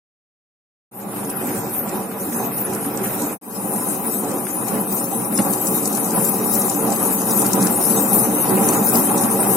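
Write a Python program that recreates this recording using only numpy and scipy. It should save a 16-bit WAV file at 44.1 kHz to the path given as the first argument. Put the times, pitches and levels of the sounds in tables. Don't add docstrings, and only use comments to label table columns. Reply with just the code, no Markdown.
import sys
import numpy as np
from scipy import signal
from scipy.fft import rfft, irfft, next_fast_len
from scipy.io import wavfile
from scipy.ndimage import uniform_filter1d, map_coordinates

SR = 44100
rng = np.random.default_rng(int(sys.argv[2]) if len(sys.argv) > 2 else 0)


def linear_from_db(decibels):
    return 10 ** (np.asarray(decibels, float) / 20)


def wrap_up_sound(samples):
    columns = np.atleast_2d(samples).T
    tamed = np.clip(columns, -1, 1)
    steps = np.round(tamed * 32767).astype(np.int16)
    wavfile.write(sys.argv[1], SR, steps)


N = 421596

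# start in seconds, end in seconds.
SHOTS = [
    (.912, 3.386),
    (3.412, 9.56),
]
FADE_IN_S, FADE_IN_POWER, FADE_OUT_S = .28, .66, .055

# time in seconds, load on the stones in dB, grit between them in dB.
WORK = [(1.0, -29, -37), (2.2, -30, -35.5), (3.38, -26.5, -34.5), (3.42, -26, -31.5), (4.4, -27.5, -33),
        (5.25, -26, -32), (5.45, -25, -30), (6.3, -23.5, -28.5), (7.4, -22, -27.5), (7.9, -23.5, -25.5),
        (8.4, -21, -25.5), (9.0, -19.5, -27), (9.56, -20.5, -25)]
# time in seconds, swell in dB, half width in seconds.
LUMPS = [(1.18, 2.5, 0.022), (1.51, 3, 0.11), (1.93, 3.5, 0.065), (2.39, 4, 0.088), (2.7, 2.5, 0.097),
         (3.04, 1.5, 0.14), (3.22, 0, 0.017), (3.74, 1, 0.035), (3.91, 2.5, 0.038), (4.3, 4, 0.096),
         (4.758, 5.5, 0.071), (5.402, 9.5, 0.016), (5.5, 2.5, 0.052), (5.72, 0.5, 0.064),
         (5.95, 0.5, 0.038), (6.19, 5, 0.039), (6.88, 2, 0.067), (7.25, -2, 0.031), (7.61, 4.5, 0.13),
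         (7.97, 2.5, 0.12), (8.14, 1.5, 0.048), (8.598, 3.5, 0.093), (8.78, 0, 0.042), (8.97, 3, 0.03),
         (9.2, -1, 0.027), (9.45, 2, 0.041)]
# pitch in Hz, width in Hz, level in dB.
DRUM = [(102.7, 10, -28.5), (125.1, 18, -9), (174.7, 20, -5), (201.2, 13, 2), (236.2, 18, -2),
        (292, 24, -2.5), (326.2, 25.7, -7), (372.6, 8.8, -1.5), (451.7, 11, -3), (506.3, 23, -13),
        (554.8, 26, -8.5)]
# pitch in Hz, width in Hz, level in dB.
WALL = [(672, 30.5, -5), (766, 48, 0), (834.4, 52, -1), (891, 35, -3.5), (990.6, 50, -4), (1126, 38, -5.5),
        (1212, 86, -9.5), (1371, 62, -13), (1555, 63, -20.5), (2016, 99, -24), (2508, 120, -23.5)]
# frequency in Hz, level in dB per Hz.
UNDER = [(12, -70), (20, -25), (65, -28.5), (101, -17), (204, -1.5), (493, -4.5), (554, -4), (640, -3.5),
         (830, -41.5), (1410, -120)]
# frequency in Hz, level in dB per Hz.
RASP = [(820, -25.5), (1400, 0), (1850, -7), (2250, -8), (2510, -7), (3400, -13.5), (3780, -14),
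        (4200, -15.5), (5460, -15), (9240, -120)]
UNDER_DB = (-6.5, -9.5)
BOOM_HZ, BOOM_DB = 146, (2, -1.5)
WALL_DB, RASP_DB = (-6, -6.5), (-14, -19.5)
WALL_SWELLS, RASP_SWELLS = 0.7, 1

# frequency in Hz, level in dB per Hz.
SLURP = [(2240, -50.5), (3800, -12.5), (4660, -17.5), (5990, -6.5), (7010, -5.5), (8600, 1), (11200, -40),
         (18900, -120)]
HISS = [(4880, -25), (8300, -11), (9130, 7), (9640, 1.5), (10400, 6), (12200, 0.5), (15900, -24.5),
        (22000, -120)]
FIZZ = [(7000, -34.5), (11900, 5), (14300, 1), (15200, -1.5), (15900, -14)]
# swells a turn, depth in dB and phase in cycles
# in the first shot, depth in dB and phase in cycles in the second.
HISS_TURN = [(1, 0.49, 0.64, 0.89, -.16), (2, 1.8, -0.21, 1.6, .42), (3, 3.8, -.44, 1.3, .42),
             (4, 1.6, -.28, 0.22, -.13), (5, 2.3, -.2, 1.4, .27)]
FIZZ_TURN = [(1, 2.9, -0.071, 1.8, 0.0096), (2, 1.3, -0.31, 0.46, 0.41), (3, 0.28, 0.059, 0.16, -0.086),
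             (4, 1, -0.23, 0.45, -0.5), (5, 0.27, 0.33, 0.58, -0.027)]
SLURP_TURN = [(1, 3.8, -.02, 1.8, .03), (2, 3.2, -0.16, 0.43, -0.4), (3, 0.25, -0.13, 0.9, 0.39),
              (4, 0.35, 0.16, 0.84, 0.54)]
TURN_HZ = 1.242
FIZZ_DB, SLURP_DB = (-1, -4), (-8, -7.5)
GRIT_PAN_DB, CRACK_PAN_DB = (-11, 0.5), (-12.5, 9.5)
SPURTS_PER_S, SPURT_DB, SPURT_S = 40, 2.1, .011

# frequency in Hz, width in Hz, seconds after the pass.
SCRAPE = [(14200, 900, -.028), (13000, 800, 0), (11800, 800, .022)]
SCRAPE_S, SCRAPE_DB = (.985, 3.345), (6, 3.5)
SCRAPE_HALF_S = .018

# time in seconds, pitch in Hz, level in dB.
RINGS = [(1.178, 298, -37), (1.192, 212, -38), (1.213, 448, -33), (1.282, 284, -28), (1.497, 296, -24.5),
         (1.503, 549, -34), (1.591, 119, -34), (1.62, 934, -37), (2.287, 292, -25), (2.393, 213, -27.5),
         (2.4, 398, -26.5), (2.728, 234, -35), (2.873, 280, -25.5), (2.965, 559, -34), (3.019, 373, -24),
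         (3.054, 119.5, -31), (3.228, 810, -36), (3.228, 964, -31), (3.246, 297, -21), (3.756, 194, -21),
         (3.831, 1006, -31.5), (4.249, 740, -29), (4.76, 433, -28), (5.393, 324, -27), (5.393, 1085, -30),
         (5.498, 193, -23.5), (5.78, 193, -28), (5.87, 202, -28), (5.943, 201, -22), (6.13, 204, -25.5),
         (6.223, 552, -26), (6.409, 444, -23.5), (6.764, 289, -23), (6.803, 445, -22), (6.885, 716, -30),
         (6.908, 800, -27), (7.07, 383, -28), (7.1, 280, -29), (7.2, 248, -30), (7.483, 242, -20.5),
         (7.587, 380, -30), (7.55, 197, -21), (7.628, 199, -14), (7.7, 199, -21), (8.329, 198, -26),
         (8.552, 184, -18), (8.591, 775, -24), (8.597, 293, -24.5)]
RING_DB, RING_RISE_S, RING_FALL_S = 1, .014, 0.036

# time in seconds, pitch in Hz, swell in dB.
BURSTS = [(1.2, 9700, 10), (1.303, 10800, 13.5), (1.37, 11400, 14.5), (1.409, 11500, 10),
          (1.472, 12100, 10), (1.67, 15300, 7), (1.741, 11200, 13.5), (1.787, 13800, 16), (1.836, 14000, 8),
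          (2.367, 8700, 6), (2.368, 10700, 15.5), (2.461, 13000, 11), (2.571, 10200, 16.5),
          (2.611, 12700, 12), (2.615, 15000, 10), (2.653, 10550, 16), (3.043, 11900, 9), (3.106, 13700, 3),
          (3.143, 11500, 3), (3.147, 14600, 4), (3.274, 12900, 10.5), (3.702, 10700, 3), (3.746, 8900, 3),
          (3.874, 10000, 8), (3.907, 9000, 9), (4.039, 15300, -4), (4.07, 10100, 11), (4.146, 12500, 5),
          (4.505, 11500, 3), (4.807, 11400, 10), (4.928, 15000, 8), (4.949, 13000, 4), (5.002, 9000, 8),
          (5.352, 9900, 12), (5.388, 10000, 11.5), (5.618, 12200, 7), (5.65, 15300, 1), (5.673, 8300, -1),
          (5.722, 15200, -5), (5.753, 12800, 5), (6.163, 10160, 12), (6.249, 12100, 8), (6.539, 15000, 7),
          (6.594, 10000, 5), (6.964, 8800, -6), (7.32, 15200, 0), (7.368, 12600, 7), (7.396, 9800, 11),
          (7.76, 9650, 6), (8.161, 13600, 4), (8.195, 8950, 10.5), (8.606, 8400, -3), (8.862, 14200, 5),
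          (8.936, 15500, 4), (8.969, 12500, 8.5), (9.407, 9000, 10.5), (9.498, 12000, 4), (9.535, 13100, 2)]
BURST_DB, BURST_HALF_S, BURST_WIDTH_HZ = -3.5, 0.012, 1000

# time in seconds, peak in dB, high spray in dB, thud in dB.
CRACKS = [(1.249, -26, -5, 3), (1.8921, -22.5, -5, -1), (2.2957, -27.5, -3, -5), (2.7342, -28.5, 9, 3),
          (2.9736, -22.5, -4, 1), (3.7609, -25, -4, -6), (4.2438, -25, -4, 8), (4.5083, -22.5, -1, 4),
          (4.6838, -22, 0, 1), (4.924, -22.5, 1, 2), (5.376, -13.5, 2, 11), (5.388, -30, -6, 17),
          (5.4231, -17.5, 5, -10), (5.67, -13, -11, 2), (5.8554, -12, -14, -12), (5.9284, -20.5, -1, -7),
          (6.106, -18, 4, 4), (6.25, -15.5, -1, 4), (6.553, -15.5, 1, -1), (6.6181, -15, -10, -1),
          (6.697, -14.5, 7.5, 1), (6.9222, -14, -3, 4), (6.9616, -15.5, -9, 4), (7.3113, -16, -4, -6),
          (7.5321, -8.5, 4.5, -19), (7.626, -14, 1, -11), (7.669, -12.5, 3.5, -7), (8.6875, -8.5, 5, 10),
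          (8.7326, -16, -5, 2), (8.9554, -12, -10, -1), (9.178, -16, 6, 4)]
# time in seconds, peak in dB.
TICKS = [(1.2987, -19), (1.6444, -27), (1.776, -24), (2.582, -18), (2.7492, -18.5), (2.8587, -22),
         (3.0767, -21), (3.2192, -13), (3.2615, -18), (4.0329, -27), (4.123, -20), (4.3144, -16),
         (4.3834, -17.5), (5.0417, -15), (5.2467, -16), (5.534, -9), (5.875, -8.5), (5.9494, -10.5),
         (5.972, -13.5), (6.0442, -12), (6.6815, -20), (6.9022, -14), (7.128, -16), (7.216, -10.5),
         (7.3, -23), (7.418, -8), (7.4635, -6), (7.811, -15.5), (7.8994, -16), (7.9421, -15), (8.113, -19),
         (8.1381, -13), (8.4948, -9), (8.627, -20), (8.6414, -10.5), (8.869, -9), (8.937, -20),
         (9.2366, -12), (9.5124, -20)]
TICK_DB, TICK_TOP_DB, TICK_THUD_DB = -9, 11.5, 7
# frequency in Hz, level in dB per Hz.
SNAP = [(2500, -70), (3800, -11), (5500, 0.5), (7500, 5), (8600, 5), (9500, -24.5), (11000, -58)]

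# time in seconds, peak in dB, left over right in dB.
KNOCKS = [(1.875, -29, 11), (4.468, -22.5, -3), (5.3883, -15.5, -8), (6.1188, -27.5, 2), (6.288, -24, -2),
          (6.821, -32, -6), (7.2723, -25, 2), (7.695, -25, 1), (7.9152, -26, 0), (7.996, -28, -2),
          (8.4437, -28, -17), (8.7588, -32, -2), (8.95, -22.5, -5), (9.0975, -22.5, -7)]

# frequency in Hz, left-right correlation from -1 to 1.
ALIKE = [(60, 0.86), (150, 0.96), (380, 0.88), (950, 0.56), (2380, 0.05), (4000, -0.14), (6500, 0.3),
         (8200, 0.1), (9600, 0.45), (11000, 0.0), (15000, 0.015)]
# frequency in Hz, left over right in dB.
LEAN = [(60, 5), (130, -2.5), (290, -1.0), (640, -1.5), (1410, -3.5), (3100, 1.5), (6820, 3.5),
        (15000, 18.5)]
# frequency in Hz, width in Hz.
NOTCH = [(3400, 200), (4520, 190)]
# delay in seconds, level in dB.
ECHOES = [(.0016, -15), (.0047, -14), (.0083, -14), (.0131, -15), (.0197, -16)]
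# frequency in Hz, level in dB, left over right in dB.
EARLY_COLOUR = [(1220, 0.5, 1), (2010, 0.5, 3), (2770, -1.5, 1), (3170, -3, -3.5), (3400, 4, -1.5),
                (3640, -2.5, -0.5), (6400, -1.5, -1.5), (9000, 0, -5.5), (11500, -0.5, 8.5), (15000, 7, -6)]
# frequency in Hz, lead in radians.
LEAD = [(60, 0), (250, .2), (800, .4), (2200, .3), (4000, 0)]
# frequency in Hz, step over the masking level in dB.
COARSE = [(1300, -18), (1900, 2), (2600, 7), (3400, 9.3), (6000, 9.5), (8600, 9.5), (10000, 5),
          (13000, 4.5), (15000, 5.5), (16000, 6)]
# frequency in Hz, step in dB.
EARLY = [(5000, -1), (9000, 2), (11000, 3), (13500, 4.5), (15500, 8.5)]
TOP_HZ = 15900


def unit(x):
    return x / np.sqrt(np.mean(x ** 2) + 1e-20)


def along(points, hz):
    f, v = np.transpose(points)
    return np.interp(np.log(hz + 1), np.log(f + 1), v)


def curves(rows):
    s, *cols = np.transpose(rows)
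    return [np.interp(np.arange(N) / SR, s, c) for c in cols]


def wobble(rate):
    knots = rng.standard_normal(int(N * rate / SR) + 4)
    return map_coordinates(knots, [np.arange(N) * rate / SR])


def per_shot(pair):
    return np.where(np.arange(N) / SR < SHOTS[0][1], *pair)


def per_turn(table):
    angle = 2 * np.pi * TURN_HZ * np.arange(N) / SR
    pattern_db = 0
    for swells, db, at, db2, at2 in table:
        phase = 2 * np.pi * per_shot((at, at2))
        pattern_db = pattern_db + per_shot((db, db2)) * np.cos(round(swells) * angle - phase)
    return pattern_db


def panned(pan_db):
    return linear_from_db(np.outer([.5, -.5], pan_db))


def filtered(x, response):
    m = next_fast_len(N + 8192)
    return irfft(rfft(x, m) * response(np.fft.rfftfreq(m, 1 / SR)), m)[..., :N]


def modes(table):
    def response(f):
        total = 0
        for k, (c, w, db) in enumerate(table):
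            total = total + (-1) ** k * linear_from_db(db) * 1j * f * w / (c * c - f * f + 1j * f * w)
        return total
    return response


def shape(points):
    return lambda hz: linear_from_db(along(points, hz))


def contacts(lump_db, rate, patchy_db):
    z = signal.stft(rng.standard_normal((2, N)), nperseg=256)[2]
    field = uniform_filter1d(rng.standard_normal(z.shape[1:]), size=5, axis=0)
    field = uniform_filter1d(field, size=12, axis=1)
    pair = signal.istft(z * linear_from_db(patchy_db * unit(field)), nperseg=256)[1][:, :N]
    return pair * linear_from_db(lump_db * wobble(rate))


def spurts():
    starts = (rng.random(N) < SPURTS_PER_S / SR) * rng.exponential(SPURT_DB, N)
    gain_db = signal.lfilter([1], [1, -np.exp(-1 / (SPURT_S * SR))], starts)
    return linear_from_db(np.minimum(gain_db, 6))


def ports(hz):
    dips = np.prod([1 - .42 * np.exp(-((hz - c) / w) ** 2) for c, w in NOTCH], axis=0)
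    ripple = sum(linear_from_db(db) * np.cos(2 * np.pi * hz * s) for s, db in ECHOES)
    return dips * (1 + ripple * np.clip(hz / 2000 - .7, 0, 1))


def heard(pair, response):
    def mix(hz):
        turn = np.arccos(np.clip(along(ALIKE, hz), -1, 1)) / 2
        blend = [[np.cos(turn), np.sin(turn)], [np.cos(turn), -np.sin(turn)]]
        return response(hz) * ports(hz) * panned(along(LEAN, hz))[:, None] * blend
    m = next_fast_len(N + 8192)
    both = irfft((rfft(pair, m) * mix(np.fft.rfftfreq(m, 1 / SR))).sum(1), m)[:, :N]
    return both / np.std(both.mean(0))


def rollers():
    load_db, t = curves(WORK)[0], np.arange(N) / SR
    swell_db = sum(db * np.exp(-((t - s) / width) ** 2) for s, db, width in LUMPS)
    bumps = contacts(lump_db=1.0, rate=90, patchy_db=0.38) * linear_from_db(0.7 * wobble(14))
    under = heard(contacts(lump_db=0.5, rate=27, patchy_db=2.5), shape(UNDER))
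    drum = unit(heard(bumps, modes(DRUM)) + linear_from_db(per_shot(UNDER_DB)) * under)
    boom = filtered(drum, lambda hz: 1 / (1 + (hz / BOOM_HZ) ** 12))
    drum = drum + (linear_from_db(per_shot(BOOM_DB)) - 1) * boom
    jolts = bumps * linear_from_db(1.3 * wobble(250) + 1.0 * wobble(35)) * spurts() ** .5
    wall = heard(jolts, modes(WALL))
    rasp = heard(contacts(lump_db=2.0, rate=120, patchy_db=2.0), shape(RASP))
    total = linear_from_db(-0.14 + swell_db) * drum
    total = total + linear_from_db(per_shot(WALL_DB) + WALL_SWELLS * swell_db) * wall
    total = total + linear_from_db(per_shot(RASP_DB) + RASP_SWELLS * swell_db) * rasp
    return linear_from_db(load_db) * total


def grit():
    flutter = linear_from_db(.8 * wobble(40) - .6)
    hiss = heard(contacts(lump_db=2.0, rate=400, patchy_db=2.6), shape(HISS))
    hiss = hiss * linear_from_db(1.2 * wobble(35)) * spurts()
    fizz = heard(contacts(lump_db=0.0, rate=320, patchy_db=2.6), shape(FIZZ))
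    fizz = fizz * linear_from_db(1.2 * wobble(35)) * spurts()
    slurp = heard(contacts(lump_db=1.0, rate=200, patchy_db=4.0), shape(SLURP)) * spurts()
    total = linear_from_db(per_turn(HISS_TURN)) * hiss
    total = total + linear_from_db(per_shot(FIZZ_DB) + per_turn(FIZZ_TURN)) * fizz
    total = total + linear_from_db(per_shot(SLURP_DB) + per_turn(SLURP_TURN)) * slurp
    sides = panned(per_shot(GRIT_PAN_DB) + 1.1 * wobble(8))
    return linear_from_db(curves(WORK)[1]) * flutter * sides * total


def scraper():
    turns = (np.arange(N) / SR - per_shot(SCRAPE_S)) * TURN_HZ
    rub = heard(contacts(lump_db=1.5, rate=460, patchy_db=2.5), lambda hz: hz > 9000)
    swish = 0
    for c, w, late in SCRAPE:
        away_s = ((turns - late * TURN_HZ + .5) % 1 - .5) / TURN_HZ
        band = unit(filtered(rub, lambda hz: np.exp(-((hz - c) / w) ** 2)))
        swish = swish + band * np.exp(-(away_s / SCRAPE_HALF_S) ** 2)
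    return linear_from_db(curves(WORK)[1] + per_shot(SCRAPE_DB)) * panned(per_shot(GRIT_PAN_DB)) * swish


def rings():
    t, tone = np.arange(N) / SR, np.zeros(N)
    drift = 2 * np.pi * np.cumsum(8 * wobble(40)) / SR
    for s, pitch_hz, db in RINGS:
        at = slice(round((s - .08) * SR), round((s + .14) * SR))
        after = t[at] - s + RING_RISE_S / 2
        swell = np.exp(-(after / np.where(after < 0, RING_RISE_S, RING_FALL_S)) ** 2)
        tone[at] += linear_from_db(db + RING_DB) * swell * np.sin(2 * np.pi * pitch_hz * after + drift[at])
    return tone * linear_from_db([[-.7], [.7]])


def bursts():
    size = 4096
    puffs = np.zeros((2, N + size))
    t, hz = (np.arange(size) - size / 2) / SR, np.fft.rfftfreq(size, 1 / SR)
    swell = np.exp(-(t / BURST_HALF_S * np.where(t < 0, 1.6, .8)) ** 2)
    for s, pitch_hz, db in BURSTS:
        colour = np.exp(-((hz - pitch_hz) / BURST_WIDTH_HZ) ** 2)
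        band = irfft(rfft(rng.standard_normal((2, size))) * colour, size)
        sides = panned(along(LEAN, pitch_hz) + GRIT_PAN_DB[int(s > SHOTS[0][1])])
        puffs[:, round(s * SR) - size // 2:][:, :size] += linear_from_db(db) * sides * unit(band) * swell
    return linear_from_db(curves(WORK)[1] + BURST_DB) * puffs[:, :N]


def cracks():
    snap, spray, blow = np.zeros((3, 2, N + 2048))
    t = np.arange(2048) / SR
    splinters = [(s, db + TICK_DB, TICK_TOP_DB, TICK_THUD_DB) for s, db in TICKS]
    for s, db, top_db, thud_db in CRACKS + splinters:
        envelope = linear_from_db(db + 6 - 60 * t / .015) * (1 - np.exp(-t / .0011))
        burst = envelope * rng.standard_normal((3, len(t)))
        sides = panned(CRACK_PAN_DB[int(s > SHOTS[0][1])])
        at = slice(round(s * SR), round(s * SR) + len(t))
        snap[:, at] += sides * (burst[0] + 1.0 * burst[1:])
        spray[:, at] += sides * linear_from_db(top_db) * burst[1:]
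        blow[:, at] += linear_from_db(thud_db) * burst[0]
    high = linear_from_db(-2.5) * filtered(snap[:, :N], shape(SNAP)) + linear_from_db(-7.0) * filtered(spray[:, :N], shape(HISS))
    return high + linear_from_db(3.5) * filtered(blow[:, :N], modes(DRUM + WALL))


def knocks():
    clack, t = np.zeros((2, N + 2048)), np.arange(2048) / SR
    for s, db, pan_db in KNOCKS:
        burst = linear_from_db(db - 60 * t / 0.042) * rng.standard_normal((3, len(t)))
        clack[:, round(s * SR):][:, :len(t)] += panned(pan_db) * (burst[0] + 0.78 * burst[1:])

    def stone(hz):
        return shape(RASP)(hz) * linear_from_db(0.66 * np.exp(-((hz - 3800) / 1300) ** 2))
    return linear_from_db(5.5) * filtered(clack[:, :N], stone)


def angled(x):
    hz, db, pan_db = np.transpose(EARLY_COLOUR)
    first = filtered(x, lambda f: linear_from_db(along(np.c_[hz, db], f)) * panned(along(np.c_[hz, pan_db], f)))
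    second = filtered(x, lambda f: np.exp(1j * np.outer([-.5, .5], along(LEAD, f))))
    return per_shot((first, second))


def scene():
    return angled(rollers() + grit() + scraper() + rings() + bursts() + cracks() + knocks())


def thinned(x, wander_db, band_db, crest_db):
    size, start = 1024, 420
    n = np.arange(2 * size) + .5
    basis = np.sin(np.pi * n / (2 * size))[:, None] * np.cos(np.pi / size * np.outer(n + size / 2, n[:size]))
    basis = (basis * np.sqrt(2 / size)).astype(np.float32)
    line, line_hz = n[:size], n[:size] * SR / (2 * size)
    count = N // size + 2
    frame = np.arange(count) * size
    moment = np.minimum(frame, N - 1)
    pair = np.pad([x[0] + x[1], x[0] - x[1]], ((0, 0), (2 * size - start, 2 * size)))
    halves = pair[:, :(count + 1) * size].reshape(2, -1, size).astype(np.float32)
    lines = halves[:, :-1] @ basis[:size] + halves[:, 1:] @ basis[size:]

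    mask = np.sqrt(np.abs(uniform_filter1d((lines ** 2).mean(0), size=48, axis=1)) + 1e-14)
    mask = mask.reshape(count, -1, 16).mean(2).repeat(16, 1)

    budget_db = wander_db * wobble(18)[moment]
    treble = signal.lfilter(*signal.butter(2, [3500, 8300], 'band', fs=SR), halves[0].ravel())
    sharp = uniform_filter1d(treble ** 2, size=64).reshape(-1, size)
    crest = 10 * np.log10(sharp.max(1) / (sharp.mean(1) + 1e-14) + 1e-9)
    budget_db = budget_db - 2 * np.clip(np.maximum(crest[1:], crest[:-1]) - crest_db, 0, 4)

    in_first = frame / SR < SHOTS[0][1]
    early = np.outer(in_first, along(EARLY, line_hz))
    luck = unit(uniform_filter1d(rng.standard_normal((count, size // 16)), size=2, axis=0)).repeat(16, 1)
    risk = unit(uniform_filter1d(rng.standard_normal((2, count, size // 32)), size=2, axis=1)).repeat(32, 2)
    risk = risk + early / 14 + .5 * (early > 1) * (line < 640)
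    risk = risk + .6 * (np.abs(line - 280) < 130)
    risk = risk + .5 * (early == 0) * (np.abs(line - 352) < 64)
    lost = risk + np.minimum(budget_db, 0)[:, None] / 2 > 2.35
    luck = luck + 8 * lost * (line > 144)
    step = mask * linear_from_db(along(COARSE, line_hz) + budget_db[:, None] + band_db * luck + early)
    size_kept = step * np.floor((np.abs(lines) / step) ** .75 + .4054) ** (4 / 3)
    lines = (np.sign(lines) * size_kept).astype(np.float32)

    sag = np.maximum(wobble(14)[moment] + 1.6 * in_first - 1.5, 0)
    ceiling = 740 - 16 * np.round(1.3 * sag ** 1.6)
    lines = lines * (line < ceiling[:, None]).astype(np.float32)
    halves = np.pad(lines @ basis[:size].T, ((0, 0), (0, 1), (0, 0)))
    halves = halves + np.pad(lines @ basis[size:].T, ((0, 0), (1, 0), (0, 0)))
    mid, side = halves.reshape(2, -1)[:, 2 * size - start:][:, :N]
    return np.array([mid + side, mid - side], float) / 2


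def shot_fades():
    t, gate = np.arange(N) / SR, 0
    for a, b in SHOTS:
        rise = np.clip((t - a) / FADE_IN_S, 0, 1) ** FADE_IN_POWER
        gate = gate + rise * np.clip((b - t) / FADE_OUT_S + (b > 9), 0, 1) ** 2
    return gate


def top_cut(x):
    return signal.sosfilt(signal.butter(12, 16100, fs=SR, output="sos"), x)


def record(dry):
    limited = dry / (1 + np.abs(dry / .72) ** 4) ** .25
    phone = thinned(limited, wander_db=1.0, band_db=3.6, crest_db=7.5)
    mix = filtered(phone, lambda hz: hz < TOP_HZ) * shot_fades()
    return top_cut(mix)


dry = scene()
out = record(dry)
wrap_up_sound(out)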